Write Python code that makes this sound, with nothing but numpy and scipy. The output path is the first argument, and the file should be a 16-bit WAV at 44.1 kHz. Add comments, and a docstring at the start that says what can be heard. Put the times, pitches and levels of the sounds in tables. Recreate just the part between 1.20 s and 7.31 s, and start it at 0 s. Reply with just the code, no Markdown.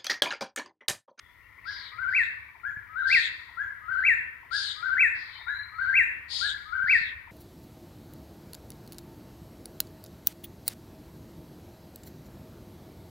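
"""A clearing at dusk. A whip-poor-will sings six times from the left: three frequency-modulated whistled notes
that echo in the trees; a soft cluck leads into each song but the first, and one more ends the scene.
Nighthawks, high tones chopped into pulses, buzz near and far; another bird adds a thin rising whistle.
Behind them lie pulsed treefrog trills in a wash of filtered noise, faint blurred bird calls, soft low bumps,
a low rumble with a faint hum, a murmur, and microphone hiss."""
import sys
import numpy as np
from scipy import signal
from scipy.fft import rfft, irfft, next_fast_len
from scipy.io import wavfile
from scipy.ndimage import uniform_filter1d

SR = 44100
rng = np.random.default_rng(int(sys.argv[2]) if len(sys.argv) > 2 else 0)


def wav_out(sig):
    """Save sig, one row per channel (or a flat mono array), as 16-bit PCM at SR to the path in sys.argv[1]."""
    wavfile.write(sys.argv[1], SR, np.round(np.clip(np.atleast_2d(sig).T, -1, 1) * 32767).astype(np.int16))


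N = 269451
TIME = np.arange(N) / SR  # seconds

# All levels in dB are relative: each layer is also weighted where it is mixed.
# Treefrog chorus over time. Each row: time in seconds, chorus level in dB, nearest trills in dB against the wash.
FROG_LEVELS = [(0, -59, -10), (.3, -58.5, 0), (.65, -50, -8), (1.3, -59.5, 7), (2.3, -51, -11.5),
               (3.2, -55, -14.5), (4.4, -49.5, 4), (5.5, -56.5, -1), (6.1, -55.5, -1.5)]
# One pulse of a treefrog's trill. Each row: time in seconds, fundamental in Hz, level in dB.
FROG_PULSE = [(0, 842, -32.5), (.012, 916, 0.5), (.022, 1153, 3.5), (.032, 1100, -18)]
# Spectrum of the merged far-off frogs. Each row: frequency in Hz, level in dB.
CHORUS_SPECTRUM = [(700, -44), (850, -26.5), (980, -3.5), (1150, -11.5), (1400, -3.5), (1600, -17),
                   (1900, 6.5), (2150, -3.5), (2350, -15.5), (2550, -25), (2750, -23.5), (3000, -35),
                   (5000, -42)]

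# Low background beside a moderate song. Each row: time in seconds, rumble in dB, swelling part of the murmur in dB.
LOW_LEVELS = [(0, -58, -59.5), (1.3, -60, -72), (2.7, -62, -68), (3.9, -59.5, -67.5), (4.5, -58, -73.5),
              (5.25, -58, -61.5), (5.7, -58.5, -78), (6.11, -54, -59.5)]
# Spectrum of the low rumble. Each row: frequency in Hz, level in dB.
RUMBLE_SPECTRUM = [(12, -28.5), (22, -14.5), (32, -9.5), (50, -2.5), (68, 5.5), (90, 0.5), (115, -3),
                   (150, -11.5), (250, -48.5)]
# Spectrum of the soft murmur. Each row: frequency in Hz, level in dB.
MURMUR_SPECTRUM = [(100, -18.5), (170, -2.5), (260, -1.5), (400, -4), (650, -9), (1000, -8), (3000, -8),
                   (6000, -33)]
# Spectrum of the microphone hiss. Each row: frequency in Hz, level in dB.
HISS_SPECTRUM = [(2000, 0.5), (5000, 0.5), (7500, -9), (10000, -3), (12500, 2), (16000, -1.5)]

# Faint far-off bird calls.
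# Each row: centre in seconds, length in seconds, centre pitch in Hz, bandwidth in Hz, level in dB.
FAR_CALLS = [(.06, 0.17, 3430, 250, -70.5), (0.26, 0.073, 2750, 109, -71), (0.461, 0.093, 2646, 127, -68),
             (1.845, 0.11, 3780, 348, -57.5), (2.867, .25, 4140, 541, -63.5), (2.942, 0.19, 3570, 450, -71),
             (4.17, 0.07, 3090, 129, -55), (4.175, 0.13, 4100, 250, -54.5), (4.68, 0.25, 4050, 597, -61.5)]
# Thin rising whistle. Each row: time in seconds, pitch in Hz, level in dB.
RISING_WHISTLE = [(4.12, 3674, -58), (4.16, 3640, -56), (4.29, 3814, -52.5), (4.37, 4037, -48.5),
                  (4.46, 4087, -58), (4.52, 4190, -68), (4.6, 4380, -62.5), (4.72, 4420, -65)]

# Nighthawk calls. Each row: start in seconds, nominal length in seconds, level in dB, swell from start to end
# in dB, echo in dB, treble in dB, pitch shift in Hz, lag of the right ear in seconds.
NIGHTHAWK_CALLS = [(.445, .255, -42.5, -4.5, -14, -19, 150, 0),
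                   (0.869, 0.2, -53, 13, -10.5, -2.5, 39.5, .0019),
                   (1.858, 0.22, -32.5, -1.5, -14, -1.5, -69.5, 0.021),
                   (3.308, .22, -30.5, -6, -11.5, -0.5, 36, 0.0046),
                   (3.934, .22, -50, -9, -6, -15.5, 0, 0.0012),
                   (5.083, .24, -30, -4.5, -15.5, 0, -1.5, .0068),
                   (5.65, 0.26, -45, 0, -19.5, -31.5, -91.5, .032)]
# Course of one such call. Each row: share of its length, pulses per second, pitch in Hz, level in dB.
NIGHTHAWK_COURSE = [(0, 244, 4400, -29), (.11, 242, 4750, -4.5), (.3, 240, 4840, .5), (.46, 235, 4760, .5),
                    (.62, 238, 4480, -.5), (.74, 246, 4130, -1.5), (.85, 252, 3830, -1.5),
                    (.95, 248, 3650, -3), (1.04, 240, 3560, -22)]
# Tones carried by every pulse. Each row: multiple of the pitch, level in dB, pulse width in seconds.
PULSE_TONES = [(0.99, 1.6, 0.00039), (4 / 5, -6, 0.00021)]
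# Spectrum of the broad rasp around the tones. Each row: frequency in Hz, level in dB.
RASP_SPECTRUM = [(1800, -44), (2600, -10), (3200, -5.5), (3900, 8), (4900, -4.5), (5500, -13), (6500, -22),
                 (9000, -49.5)]
# Spectrum of the call's treble. Each row: frequency in Hz, level in dB.
TREBLE_SPECTRUM = [(4500, -28.5), (5800, -8), (6600, 3), (7600, -4.5), (8800, -5.5), (9900, -12),
                   (10700, -14.5), (11600, -21), (13000, -40.5)]

# Whip-poor-will songs. Each row: time of "whip" in seconds, time of "poor" in seconds, peak of "will" in seconds,
# length of its drop in seconds, level of "whip" in dB, level of the other notes in dB, pitch shift in Hz.
SONGS = [(0.4528, 0.789, 0.97, 0.067, -5.5, -3, -14), (1.4335, 1.7618, 1.937, 0.067, -2, -0.5, 15),
         (2.37, 2.688, 2.873, 0.069, 0, -1, -5), (3.3094, 3.631, 3.8161, 0.065, 0.5, -.3, -15),
         (4.265, 4.5908, 4.7758, 0.06, -.5, 0, 15), (5.2088, 5.5284, 5.7179, 0.064, 1, 0, 0)]
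# Arched syllables of "whip". Each row: delay from the note's time in seconds, rise in seconds, fall in seconds,
# start pitch in Hz, top pitch in Hz, end pitch in Hz, level in dB, swell from start to end in dB.
WHIP_SYLLABLES = [(-.001, 0.018, 0.013, 1301, 1418, 1420, -28, 6),
                  (.013, .042, .04, 1433, 1695, 1544, -31, -7.5)]
# Arched syllables of "poor". Each row: delay from the note's time in seconds, rise in seconds, fall in seconds,
# start pitch in Hz, top pitch in Hz, end pitch in Hz, level in dB, swell from start to end in dB.
POOR_SYLLABLES = [(-.075, .05, .028, 1190, 1288, 1253, -40, 14),
                  (-.008, 0.0457, 0.03794, 1329, 1563, 1211, -26, 5.8),
                  (.064, 0.04364, 0.037, 1290, 1580, 1347, -25.5, 1)]
# Overtones of the whistle. Each row: multiple of the fundamental, level in dB.
OVERTONES = [(2, -46.5), (3, -46), (4, -49.5)]
# Instants of the soft clucks. 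Each entry: time in seconds.
CLUCK_TIMES = [1.351, 2.29, 3.23, 4.188, 5.133, 6.074]
# The falling cluck. Each row: time from its instant in seconds, pitch in Hz, level in dB.
CLUCK = [(-.006, 1150, -68), (.003, 994, -46), (.011, 754, -65), (0.017, 700, -62.5), (.03, 620, -74.5)]
# Colour of the trees that return the song late. Each row: frequency in Hz, gain in dB.
LATE_ECHO = [(1300, -2), (1560, 0), (1660, 3), (1760, -1), (1860, -8), (2200, -11), (2700, -16)]

# Soft low bumps. Each row: time in seconds, level in dB.
BUMPS = [(1.57, -44), (1.948, -41), (5.641, -43), (5.811, -42.5)]

# The low background follows the animals' level about this reference, by a share of each dB.
MODERATE_SONG_DB = -35
RUMBLE_FOLLOWS, MURMUR_FOLLOWS, MURMUR_REST_DB = .3, 0.67, -70
RUMBLE_SMOOTH_S, MURMUR_SMOOTH_S, MURMUR_LAG_S = .07, 0.29, .04

# "will" climbs in quick steps to its top, drops, levels out and droops as it ends.
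WILL_TOP_HZ, WILL_LEVEL_OUT_HZ, WILL_DB = 2713, 1762, -17
CLIMB_S, CLIMB_HZ_PER_S, CLIMB_DB = .052, 24000, 9.5
STEP_S, STEP_SWING_HZ, STEP_DIP_DB = .0127, 135, 9
DROP_HALF_S, DROOP_HZ, DROOP_S = .015, 262, 0.0089
ATTACK_S, RELEASE_S = 0.0093, 0.033
PORT_LAG_S = .00005  # the song reaches the right microphone port later
CUTOFF_HZ = 15800


def from_db(db):
    """Amplitude gain is the exponential of the level in decibels."""
    return 10 ** (np.asarray(db) / 20)


def rms_one(x):
    """Normalisation: dividing by the effective value gives an rms of one."""
    return x / np.sqrt(np.mean(x ** 2) + 1e-20)


def along(rows, t):
    """Linear interpolation: the columns of a table read at t, its first column."""
    knots, *columns = np.transpose(rows)
    return [np.interp(t, knots, c) for c in columns]


def delayed(x, lag_s):
    """Propagation delay: the same signal, lag_s later."""
    return np.interp(TIME - lag_s, TIME, x)


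def pan(left_db):
    """Level difference between the ears: gains of two channels that differ by left_db."""
    return from_db(np.array([[.5], [-.5]]) * left_db)


def colour(x, spectrum):
    """Linear filtering: each frequency is weighted by a (Hz, dB) curve."""
    hz, db = np.transpose(spectrum)
    size = next_fast_len(x.shape[-1])
    bins = np.maximum(np.arange(size // 2 + 1) * SR / size, 1)
    gain = from_db(np.interp(np.log(bins), np.log(hz), db))
    return irfft(rfft(x, size) * gain, size)[..., :x.shape[-1]]


def drift(rate, size):
    """Slow random modulation: lines join `rate` normal draws of unit deviation per second."""
    return np.interp(np.arange(size) / SR * rate, np.arange(4000), rng.standard_normal(4000))


def stereo_noise(spectrum, alike):
    """Partial coherence: shared and opposed noise give the channels the correlation `alike`; rms one."""
    mid, side = rng.standard_normal((2, N))
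    alike = np.clip(alike, -1, 1)
    shared = np.sqrt(1 + alike) * mid
    opposed = np.sqrt(1 - alike) * side * [[1], [-1]]
    return rms_one(colour(shared + opposed, spectrum))


def woods(x, t60, build_s, grain_db):
    """Multiple scattering: echoes from countless trunks build up and decay, unrelated in the two channels."""
    t = TIME[:2 * SR]
    grain = from_db(grain_db * rng.standard_normal((2, len(t))))
    scatter = rng.standard_normal((2, len(t))) * grain
    envelope = from_db(-60 * t / t60) * (1 - np.exp(-t / build_s))
    response = rms_one(scatter * envelope) / np.sqrt(len(t))  # unit energy
    return signal.fftconvolve(x[None], response, axes=1)[:, :N]


def note(shape, start, shift_hz, waver, flutter_db):
    """Frequency modulation: phase is the integral of pitch; returns samples, phase and amplitude."""
    at = np.flatnonzero((TIME > start + shape[0][0]) & (TIME < start + shape[-1][0]))
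    hz, db = along(shape, TIME[at] - start)
    hz = uniform_filter1d(hz + shift_hz, size=80) * (1 + waver * drift(250, len(at)))
    phase = 2 * np.pi * np.cumsum(hz) / SR
    return at, phase, np.sqrt(2) * from_db(db + flutter_db * drift(200, len(at)))


def treefrogs():
    """Pulsed resonance: frogs trill at their own pitch and pace, and the farthest merge into a wash of noise."""
    trills = np.zeros(N + 3 * SR)  # begins one second early
    for start in np.linspace(-.4, 5.9, num=18):
        late, shift, pace, loud = rng.standard_normal(4)
        at, phase, height = note(FROG_PULSE, 0, 40 * shift, waver=0.016, flutter_db=7.0)
        tone = 0.36 * np.sin(phase) + np.sin(2 * phase)  # the throat sac favours the octave
        pulse = from_db(2 * loud) * height * tone
        gaps = (1 + .13 * rng.standard_normal(12)) / (18 + 1.2 * pace)  # near 18 pulses per second
        for s in start - .05 + .06 * late + np.cumsum(gaps):
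            trills[at + int((s + 1) * SR)] += pulse
    trills = trills[SR:SR + N]
    heard = rms_one(trills + .9 * woods(trills, t60=.2, build_s=.002, grain_db=5))
    level_db, trill_db = along(FROG_LEVELS, TIME)
    wash = stereo_noise(CHORUS_SPECTRUM, alike=0.93)
    return from_db(level_db - 1.0) * (heard * from_db(trill_db) + wash) * pan(8.2)


def loudness_db(x, smooth_s):
    """Short-time mean power: running level of a stereo sound above that of a moderate song."""
    power = uniform_filter1d(np.mean(x ** 2, axis=0), size=max(int(smooth_s * SR), 1))
    return 10 * np.log10(np.abs(power) + 1e-12) - MODERATE_SONG_DB


def background(animals):
    """Envelope following: noise rumble, wavering hum and murmur swell with the animals over steady hiss."""
    base_db, murmur_db = along(LOW_LEVELS, TIME)
    rumble_db = base_db + RUMBLE_FOLLOWS * loudness_db(animals, RUMBLE_SMOOTH_S)
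    swell_db = murmur_db + MURMUR_FOLLOWS * delayed(loudness_db(animals, MURMUR_SMOOTH_S), MURMUR_LAG_S)
    rumble = from_db(rumble_db + 1.4 * drift(20, N)) * stereo_noise(RUMBLE_SPECTRUM, alike=0.56) * pan(5)
    hum_gain = from_db(rumble_db - 7.5 + 2.4 * drift(2.5, N))
    hum_phase = 2 * np.pi * np.cumsum(103 + 1.5 * drift(14, N)) / SR
    hum = hum_gain * np.sin(hum_phase) * pan(6.8)
    murmur_gain = np.hypot(from_db(MURMUR_REST_DB), from_db(swell_db))  # powers add
    murmur = murmur_gain * stereo_noise(MURMUR_SPECTRUM, alike=0.33) * pan(4.5)
    hiss = from_db(-71.0) * stereo_noise(HISS_SPECTRUM, alike=0) * pan(2.5)
    return rumble + hum + murmur + hiss


def other_birds():
    """Modulated tone and band-limited noise: one rising whistle, and a few calls blurred by distance."""
    whistle = np.zeros(N)
    at, phase, height = note(RISING_WHISTLE, 0, 0, waver=0.016, flutter_db=2.0)
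    whistle[at] = height * np.sin(phase)
    far = np.zeros((2, N))
    for s, length, hz, width_hz, db in FAR_CALLS:
        band = signal.butter(2, [hz - width_hz / 2, hz + width_hz / 2], "band", fs=SR, output="sos")
        blur = rms_one(signal.sosfilt(band, rng.standard_normal((2, N))))
        far += from_db(db) * np.exp(-(2 * (TIME - s) / length) ** 2) * blur
    echo = woods(whistle, t60=0.37, build_s=.003, grain_db=-0.5)
    return from_db(-7) * whistle * pan(12) + (from_db(-1) * echo + far) * pan(11)


def nighthawks():
    """Pulse modulation: a high tone chopped into sharp pulses arches, then slides down and roughens."""
    direct, to_trees = np.zeros((2, N)), np.zeros(N)
    for start, length, level_db, swell_db, echo_db, treble_db, shift_hz, lag in NIGHTHAWK_CALLS:
        at = np.flatnonzero((TIME > start) & (TIME < start + NIGHTHAWK_COURSE[-1][0] * length))
        share = (TIME[at] - start) / length
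        rate, hz, db = along(NIGHTHAWK_COURSE, share)
        cycles = np.cumsum(rate * (1 + .01 * drift(200, len(at)))) / SR
        age = cycles % 1 / rate  # seconds since the last pulse
        waver = (.002 + .006 * share) * drift(250, len(at))
        phase = 2 * np.pi * np.cumsum((hz + shift_hz) * (1 + waver)) / SR
        tones = 0
        for multiple, tone_db, width in PULSE_TONES:
            pulse = age / width * np.exp(-age / width)
            tones = tones + from_db(tone_db) * pulse * np.sin(multiple * phase)
        tone_curve = [(1500, -41.5), (2700, -9.5), (3300, 2.5), (5100, -5.5), (5800, -11), (8000, -32.5)]
        tones = colour(rms_one(tones), tone_curve)
        rasp = rms_one(rng.standard_normal(N)[at] * np.exp(-age / 0.00064))
        octave = rms_one(np.exp(-age / 0.00057) * np.sin(2 * phase))
        body = rms_one(colour(rasp, RASP_SPECTRUM))
        treble = rms_one(colour(0.54 * octave + rasp, TREBLE_SPECTRUM))
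        buzz = tones + from_db(-12.5) * body + from_db(treble_db - 21.0) * treble
        call = from_db(level_db + db + swell_db * (share - .5)) * buzz
        straight = call / (1 + from_db(echo_db))  # the farther the bird, the more of it arrives scattered
        direct[0, at] += straight
        direct[1, at + round(lag * SR)] += straight
        to_trees[at] += from_db(echo_db) * call
    ground = woods(direct[0], t60=0.12, build_s=0.006, grain_db=-2.5)
    to_trees = colour(to_trees, [(4500, 1.8), (6000, -1), (10000, -0.5)])  # air dulls the long paths
    echo = woods(to_trees, t60=0.78, build_s=0.0092, grain_db=-1.0)
    return from_db(-2.5) * direct * pan(13.2) + from_db(-2.0) * ground * pan(9) + from_db(1.5) * echo * pan(9.8)


def fade_db(t):
    """Amplitude envelope: attack, hold and release of a syllable that spans the times t."""
    opening = np.clip((t - t[0]) / ATTACK_S, .01, 1) * np.clip((t[-1] - t) / RELEASE_S, .01, 1)
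    return 20 * np.log10(np.sin(np.pi / 2 * opening))


def arch(delay, rise_s, fall_s, start_hz, top_hz, end_hz, level_db, swell_db):
    """Parabolic glide: pitch rises to a rounded top and sinks again; rows of seconds, Hz, dB."""
    t = np.linspace(-rise_s, fall_s, num=100)
    rising_sag = (top_hz - start_hz) * (t / rise_s) ** 2
    falling_sag = (top_hz - end_hz) * (t / fall_s) ** 2
    hz = top_hz - np.where(t < 0, rising_sag, falling_sag)
    db = level_db + swell_db * t / (rise_s + fall_s) + fade_db(t)
    return np.transpose([delay + rise_s + t, hz, db])


def will(drop_s):
    """Stepped glide: the voice dips between steps that even out towards the top; rows of seconds, Hz, dB."""
    t = np.linspace(-CLIMB_S, drop_s, num=200)
    before, after = np.maximum(-t, 0), np.maximum(t, 0)  # seconds from the top
    step, depth = np.cos(2 * np.pi * before / STEP_S), np.sqrt(before / CLIMB_S)
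    climb_hz = -CLIMB_HZ_PER_S * before - STEP_SWING_HZ * depth * step
    drop_hz = (WILL_TOP_HZ - WILL_LEVEL_OUT_HZ) / (1 + (after / DROP_HALF_S) ** 2)
    droop_hz = DROOP_HZ * np.exp((t - drop_s) / DROOP_S)
    db = WILL_DB - CLIMB_DB * (before / CLIMB_S) ** 2 - STEP_DIP_DB * depth * (1 + step) / 2
    return np.transpose([t, WILL_LEVEL_OUT_HZ + climb_hz + drop_hz - droop_hz, db + fade_db(t)])


def whip_poor_will():
    """Whistle and reverberation: a nearly pure modulated tone from the left, with its echo in the trees."""
    voice, overtones = np.zeros((2, N))
    notes = [(CLUCK, s, 0, 0) for s in CLUCK_TIMES]
    for whip_s, poor_s, will_s, drop_s, whip_db, db, hz in SONGS:
        notes += [(arch(*row), whip_s, whip_db, hz) for row in WHIP_SYLLABLES]
        notes += [(arch(*row), poor_s, db, hz) for row in POOR_SYLLABLES]
        notes += [(will(drop_s), will_s, db, hz)]
    for shape, start, level_db, shift_hz in notes:
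        at, phase, height = note(shape, start, shift_hz, waver=0.0052, flutter_db=1.5)
        height = height * from_db(level_db)
        voice[at] += height * np.sin(phase)
        for multiple, db in OVERTONES:
            overtones[at] += height * from_db(db) * np.sin(multiple * phase)
    # the throat passes little above the top note
    voice = colour(voice, [(2700, -1), (2800, -3.0), (2950, -23.5)])
    overtone_curve = [(3500, 4.5), (5000, -6.5), (5800, -17.0), (6500, 3), (7300, 1.5), (8100, 4), (9000, -8.0)]
    overtones = colour(overtones, overtone_curve)
    # a faint hiss swells with the loud notes
    hiss = colour(voice * rng.standard_normal(N), [(3000, -10.0), (9000, -7.5), (12000, 2.5)])
    # the far microphone port is shaded, more at some pitches than at others
    shade = [(1000, -11.5), (1400, -19.5), (1700, -3), (2000, -4), (2300, -0.5), (2700, -1.5)]
    shaded = colour(delayed(voice, PORT_LAG_S), shade)
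    direct = np.array([from_db(1.54) * voice, shaded])
    near = woods(voice, t60=0.55, build_s=0.0027, grain_db=0.0)
    # the edge of the clearing and the far forest answer later, mostly with the lower notes
    dulled = colour(voice, LATE_ECHO)
    edge = woods(delayed(dulled, .068), t60=.2, build_s=.002, grain_db=5)
    far = woods(dulled, t60=0.87, build_s=0.013, grain_db=4)
    late = (from_db(-13) * edge + from_db(-9.5) * far) * pan(6)
    sheen = woods(overtones, t60=0.37, build_s=0.0021, grain_db=0) * pan(12.0)
    sheen += from_db(-43) * woods(hiss, t60=0.37, build_s=0.0037, grain_db=7.5) * pan(1.5)
    return direct + from_db(-5.0) * near * pan(3.1) + late + sheen


def bumps():
    """Damped oscillation: dull knocks on the right die away within a few cycles."""
    out = np.zeros(N)
    for s, db in BUMPS:
        age = np.maximum(TIME - s, 0)
        out += from_db(db) * np.sin(2 * np.pi * 140 * age) * np.exp(-age / 0.0047)
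    return colour(out, [(250, 0), (400, 2), (800, -24)]) * pan(-19)


def scene():
    """Superposition: birds and frogs add to the bumps and the evening background."""
    animals = whip_poor_will() + nighthawks() + other_birds() + treefrogs()
    return animals + bumps() + background(animals)


def record(dry):
    """Band limitation: an elliptic low-pass cuts the top steeply."""
    return signal.sosfilt(signal.ellip(12, .1, 90, CUTOFF_HZ, fs=SR, output="sos"), dry)


dry = scene()
out = record(dry)
wav_out(out)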